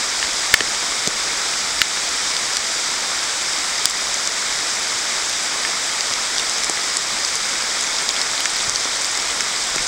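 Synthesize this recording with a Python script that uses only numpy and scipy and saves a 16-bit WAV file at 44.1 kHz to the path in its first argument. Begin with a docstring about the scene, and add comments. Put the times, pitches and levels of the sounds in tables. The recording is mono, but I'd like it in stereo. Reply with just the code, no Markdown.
"""Steady rain in a leafy forest

One mono microphone on a small hand-held camera, under the trees. Far drops merge into a wash, nearer
ones patter on leaves, and those within arm's reach tick sharply; a few tap and knock on the camera.
The loudest hits overload the recorder and duck its gain. The grip rumbles; the electronics whine faintly."""
import sys
import numpy as np
from scipy import signal
from scipy.fft import rfft, irfft, next_fast_len
from scipy.io import wavfile

SR = 44100
rng = np.random.default_rng(int(sys.argv[2]) if len(sys.argv) > 2 else 0)


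def wav_out(sig):
    """Save sig, one row per channel (or a flat mono array), as 16-bit PCM at SR to the path in sys.argv[1]."""
    wavfile.write(sys.argv[1], SR, np.round(np.clip(np.atleast_2d(sig).T, -1, 1) * 32767).astype(np.int16))


N = 435266
TIME = np.arange(N) / SR

# colour of the rain on the far canopy: frequency_hz, level_db
CANOPY_SPECTRUM = [(59, -48), (100, -18.5), (211, -11), (414, -8), (456, -7.5), (680, -5.5), (1010, -4),
                   (1260, -1.5), (1640, -2.5), (2200, -0.5), (2700, -7.5), (3510, -39), (5940, -120)]
# colour of the rain on nearer leaves: frequency_hz, level_db
HISS_SPECTRUM = [(1590, -41), (2700, -9.5), (2990, -7), (3700, -2), (4280, -6), (4810, -0.5), (5030, 0),
                 (6310, -4), (7680, -3.5), (8260, -6), (9430, -18), (10500, -20), (12400, -32),
                 (14800, -37), (15500, -40.5)]
# drips from the low plants, thicker near the ground: time_s, drips_per_s, level_db
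DRIP_CURVE = [(0, 16, -22), (5.6, 14.5, -25), (6.5, 36, -24.5), (8.3, 52, -16), (9.87, 43.6, -18)]
# resonances of the microphone's opening: centre_hz, width_hz, boost_db
PORT_RESONANCES = [(1700, 910, 2), (2780, 790, 1), (5000, 750, 2)]
# swells of rumble as the hands shift their grip: centre_s, level_db
GRIP_SWELLS = [(0.27, -50), (0.6, -46), (1.25, -50), (1.76, -48), (4.64, -54), (8.69, -46), (9.3, -50),
               (9.8, -43)]
# bending modes of a struck surface: pitch_ratio, level_db
SURFACE_MODES = [(0.783, -6.5), (0.999, 0), (1.218, -4.5)]
# drops on the camera's thin shell: start_s, level_db
SHELL_TAPS = [(0.2276, -4.5), (0.5403, 13.5), (0.606, -1.5), (1.8172, -3), (5.65, -9), (8.4573, -7),
              (9.407, -10), (9.782, -11)]
# dull knocks on the camera body: start_s, level_db, pitch_hz
BODY_KNOCKS = [(0.5394, -2, 533), (0.6068, -15.5, 210), (1.074, -15, 225), (6.6967, -13.5, 350),
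               (8.6770, -28, 130), (8.8547, -16, 450), (9.76, -17.5, 260)]
# drops that shatter right by the microphone: start_s, level_db, pitch_hz
NEAR_SPLATS = [(0.5398, 14.5, 5740), (1.0742, -2, 6400), (1.8166, 6, 2920), (2.3663, -4, 4700),
               (2.5695, -2, 5850), (3.8556, 9, 6800), (6.6969, -4, 7950), (6.9694, -2, 7750)]
# drops on leaves and litter within arm's reach: start_s, level_db, pitch_hz
CLOSE_DROPS = [(3.898, -11, 7470), (3.9087, -8, 5020), (4.142, -6.5, 6420), (4.2745, -2, 5870),
               (5.2962, -8, 5080), (6.008, -2, 4750), (6.1375, -1.5, 4940), (6.3825, -2, 4730),
               (6.3962, -8, 3600), (6.4962, -5, 6360), (6.583, -7, 5280), (6.6357, -6, 5540),
               (6.644, -5, 7350), (7.2486, -5.5, 5000), (7.355, -4, 6010), (7.8092, -7, 7800),
               (8.0908, 1.5, 5000), (8.2151, -4.5, 5380), (8.405, -10, 3900), (8.456, -1.5, 5650),
               (8.5652, -10, 4130), (8.6955, -2.5, 6270), (8.7592, 0.5, 4540), (9.0453, -8, 4970),
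               (9.174, -8, 6610), (9.4068, -4, 5250), (9.7595, -7, 6900)]

CANOPY_DB, HISS_DB = -27.5, -22.55
HISS_FADE_DB_PER_S = 0.0671   # the leaves overhead grow a little fainter as the microphone tilts down
CROSSOVER_HZ = 2700   # canopy below, leaf hiss above
SOFTNESS_HZ = 8970   # wet contact has no hard edge
SPRAY_T60_RATIO = 1.43   # a close splash outlasts the leaf's ring


def from_db(db):
    """Decibels to gain."""
    return 10 ** (np.asarray(db) / 20)


def rms_one(x):
    """Scale to unit power."""
    return x / np.sqrt(np.mean(x ** 2) + 1e-20)


def cut(x, hz, kind, order=2):
    """Causal low- or high-pass."""
    return signal.sosfilt(signal.butter(order, hz, kind, fs=SR, output="sos"), x + 1e-18)


def add(out, start_s, sound):
    """Mix a sound in at a time."""
    i = int(start_s * SR)
    out[i:i + len(sound)] += sound[:N - i]


def drift(rate_hz):
    """Slow random wander of unit power."""
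    step, settle = 40, 2000
    pole = np.exp(-2 * np.pi * rate_hz * step / SR)
    noise = rng.standard_normal(N // step + settle + 2)
    slow = signal.lfilter([1], [1, -2 * pole, pole * pole], noise)[settle:]
    return np.interp(np.arange(N) / step, np.arange(len(slow)), rms_one(slow))


def ring(clicks, hz, t60):
    """Each click starts a sine that dies by 60 dB in t60 seconds."""
    decay, angle = from_db(-60 / (t60 * SR)), 2 * np.pi * hz / SR
    return signal.lfilter([0, np.sin(angle)], [1, -2 * decay * np.cos(angle), decay ** 2], clicks + 1e-18)


def impacts(per_s, spread_db, most_db):
    """Random impact samples and sizes: many small, few large."""
    at = np.flatnonzero(rng.random(N) < per_s / SR)
    size_db = np.minimum(spread_db * rng.exponential(1, len(at)), most_db)
    return at, from_db(size_db) * rng.choice([-1, 1], len(at))


def leaves(at, sizes, low_hz, high_hz, count, t60):
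    """Each impact lands on one of several leaves, each ringing briefly at its own pitch."""
    leaf = rng.integers(0, count, len(at))
    return sum(ring(np.bincount(at[leaf == k], sizes[leaf == k], N), hz, t60)
               for k, hz in enumerate(np.linspace(low_hz, high_hz, count)))


def coloured(x, spectrum, below):
    """Shape a sound by a spectrum, on one side of the crossover; unit power."""
    size = next_fast_len(N)
    hz = np.maximum(np.arange(size // 2 + 1) * SR / size, 1)
    points_hz, level_db = np.transpose(spectrum)
    gain = from_db(np.interp(np.log(hz), np.log(points_hz), level_db))
    low_share = 1 / (1 + (hz / CROSSOVER_HZ) ** 40)
    gain *= np.sqrt(low_share if below else 1 - low_share)
    return rms_one(irfft(rfft(x, size) * gain, size)[:N])


def canopy():
    """Far rain on broad leaves: soft pats in a smooth murmur."""
    at, sizes = impacts(per_s=500, spread_db=3, most_db=8.5)
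    pats = leaves(at, sizes, low_hz=292, high_hz=3030, count=14, t60=0.011)
    wash = rng.standard_normal(N) + from_db(-14.5) * rms_one(pats)
    return coloured(wash, CANOPY_SPECTRUM, below=True) * from_db(0.28 * drift(rate_hz=3.5))


def leaf_hiss():
    """Dense fine splashes on the nearer leaves, over their blurred sum."""
    at, sizes = impacts(per_s=1800, spread_db=3, most_db=9.5)
    splashes = leaves(at, sizes, low_hz=2550, high_hz=14100, count=22, t60=0.0025)
    wash = rng.standard_normal(N) + from_db(-8) * rms_one(splashes)
    return coloured(wash, HISS_SPECTRUM, below=False) * from_db(0.2 * drift(rate_hz=9))


def mic_port(x):
    """The opening in front of the microphone resonates, colouring direct sounds."""
    for hz, width_hz, boost_db in PORT_RESONANCES:
        band = signal.lfilter(*signal.iirpeak(hz, hz / width_hz, fs=SR), x + 1e-18)
        x = x + (from_db(boost_db) - 1) * band
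    return x


def drips():
    """Small ticks from plants a few steps away, and now and then a lower pat on a broad leaf."""
    time_s, per_s, level_db = np.transpose(DRIP_CURVE)
    at, sizes = impacts(np.interp(TIME, time_s, per_s), spread_db=3.5, most_db=8)
    sizes *= from_db(np.interp(TIME[at], time_s, level_db))
    ticks = leaves(at, sizes, low_hz=3400, high_hz=8720, count=12, t60=0.0063)
    at, sizes = impacts(per_s=5, spread_db=3.5, most_db=6)
    pats = leaves(at, sizes, low_hz=1200, high_hz=2570, count=6, t60=0.0049)
    return mic_port(cut(ticks + from_db(-19) * pats, SOFTNESS_HZ, "low", order=4))


def handling(rest_db=-52.5, half_width_s=0.084):
    """Faint rumble reaches the microphone through the grip, swelling whenever the hands shift."""
    swell_power = sum(from_db(level_db) ** 2 * np.exp(-((TIME - centre_s) / half_width_s) ** 2)
                      for centre_s, level_db in GRIP_SWELLS)
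    envelope = np.sqrt(from_db(rest_db) ** 2 + swell_power)
    noise = rng.standard_normal(N)
    rumble = rms_one(cut(noise, 94, "low", order=3))
    boom = from_db(-2) * rms_one(ring(noise, hz=32.2, t60=0.11))
    return envelope * rms_one(cut(rumble + boom, 21, "high"))


def whine(pitch_hz=15735, throbs_per_s=10.9):
    """The camera's electronics: a thin throbbing tone over a faint high hiss."""
    throb = np.abs(np.sin(np.pi * throbs_per_s * TIME)) ** 0.6
    hiss = rms_one(ring(rng.standard_normal(N), hz=15000, t60=0.005))
    return from_db(-57) * throb * np.sin(2 * np.pi * pitch_hz * TIME) + from_db(-60) * hiss


def strike(hz, t60, spray_db, spray_hz, spray_t60):
    """One drop lands: the surface rings while the water bursts into a band of noise; peak 1."""
    t = TIME[:SR // 10]
    low_hz, high_hz = spray_hz
    modes = sum(from_db(db) * np.sin(2 * np.pi * hz * ratio * t) for ratio, db in SURFACE_MODES)
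    noise = rng.standard_normal(len(t))
    spray = rms_one(cut(cut(noise, low_hz, "high"), high_hz, "low"))
    blow = modes * from_db(-60 * t / t60) + spray * from_db(spray_db - 60 * t / spray_t60)
    blow = cut(blow, SOFTNESS_HZ, "low", order=6)
    blow = cut(blow, low_hz, "high", order=3)   # a small surface radiates no bass
    return blow / np.abs(blow).max()


def shell_taps():
    """Drops set the camera's thin shell ringing, hollow and always at one pitch."""
    out = np.zeros(N)
    for start_s, level_db in SHELL_TAPS:
        tap = strike(hz=1770, t60=0.012, spray_db=-5, spray_hz=(1440, 3900), spray_t60=0.015)
        add(out, start_s, from_db(level_db) * tap)
    return mic_port(out)


def body_knocks(decay_cycles=7.6):
    """Low, quickly damped thuds carried to the microphone through the housing."""
    out = np.zeros(N)
    for start_s, level_db, hz in BODY_KNOCKS:
        t60 = decay_cycles / hz
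        thud = strike(hz, t60, spray_db=4.5, spray_hz=(0.42 * hz, 2.6 * hz), spray_t60=t60)
        add(out, start_s, from_db(level_db) * thud)
    return out


def snap(t60):
    """The brief bright snap of a drop shattering."""
    t = TIME[:SR // 100]
    burst = rng.standard_normal(len(t)) * from_db(-60 * t / t60)
    return cut(cut(burst, 8050, "high", order=3), 11500, "low", order=4)


def splats(t60=0.0062):
    """Drops burst right by the microphone: a ring, a broad spray and a snap."""
    out = np.zeros(N)
    for start_s, level_db, hz in NEAR_SPLATS:
        burst = strike(hz, t60, spray_db=-3.5, spray_hz=(0.43 * hz, 1.18 * hz),
                       spray_t60=t60 * SPRAY_T60_RATIO)
        snap_db = -10 + 1.86 * level_db   # the snap grows faster than the ring
        add(out, start_s, from_db(level_db) * burst)
        add(out, start_s, from_db(snap_db) * snap(t60=0.0027))
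    return mic_port(out)


def close_drops():
    """Ticks on leaves within arm's reach; small stiff leaves ring shorter and spray brighter."""
    out = np.zeros(N)
    for start_s, level_db, hz in CLOSE_DROPS:
        t60 = 0.0053 * np.sqrt(5000 / hz) * np.exp(-0.08 * level_db)   # louder ticks die sooner
        tick = strike(hz, t60, spray_db=-4.5, spray_hz=(0.77 * hz, hz), spray_t60=t60 * SPRAY_T60_RATIO)
        snap_db = -24 - level_db   # fainter ticks carry more snap
        add(out, start_s, from_db(level_db) * tick)
        add(out, start_s, from_db(snap_db) * snap(t60=0.0043))
    return mic_port(out)


def scene():
    """Far, near and on-camera sounds meet at one microphone, fed to both channels."""
    rain = from_db(CANOPY_DB) * canopy() + from_db(HISS_DB - HISS_FADE_DB_PER_S * TIME) * leaf_hiss()
    mono = rain + drips() + close_drops() + splats() + shell_taps() + body_knocks() + handling() + whine()
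    return np.array([mono, mono])


def gain_control(x, threshold_db, slope, most_db, release_db_per_s, sense_hz, attack_s):
    """Treble peaks pull the recorder's gain down a little just after they pass; it then creeps back."""
    level_db = 20 * np.log10(np.abs(cut(x, sense_hz, "high")) + 1e-9)
    duck_db = np.clip(slope * (level_db - threshold_db), 0, most_db)
    release_db = release_db_per_s * TIME
    held_db = np.maximum.accumulate(duck_db + release_db) - release_db
    pole = np.exp(-1 / (attack_s * SR))
    return from_db(-signal.lfilter([1 - pole], [1, -pole], held_db))


def record(dry):
    """The camera's recorder: gain control, hard overload and a steep cut of the top."""
    gain = gain_control(dry[0], threshold_db=-12, slope=0.24, most_db=2.4,
                        release_db_per_s=15, sense_hz=7500, attack_s=0.005)
    clipped = np.clip(dry * gain, -1, 1)
    top_cut = signal.ellip(10, 0.1, 70, 15950, fs=SR, output="sos")
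    return signal.sosfilt(top_cut, clipped)


dry = scene()
out = record(dry)
wav_out(out)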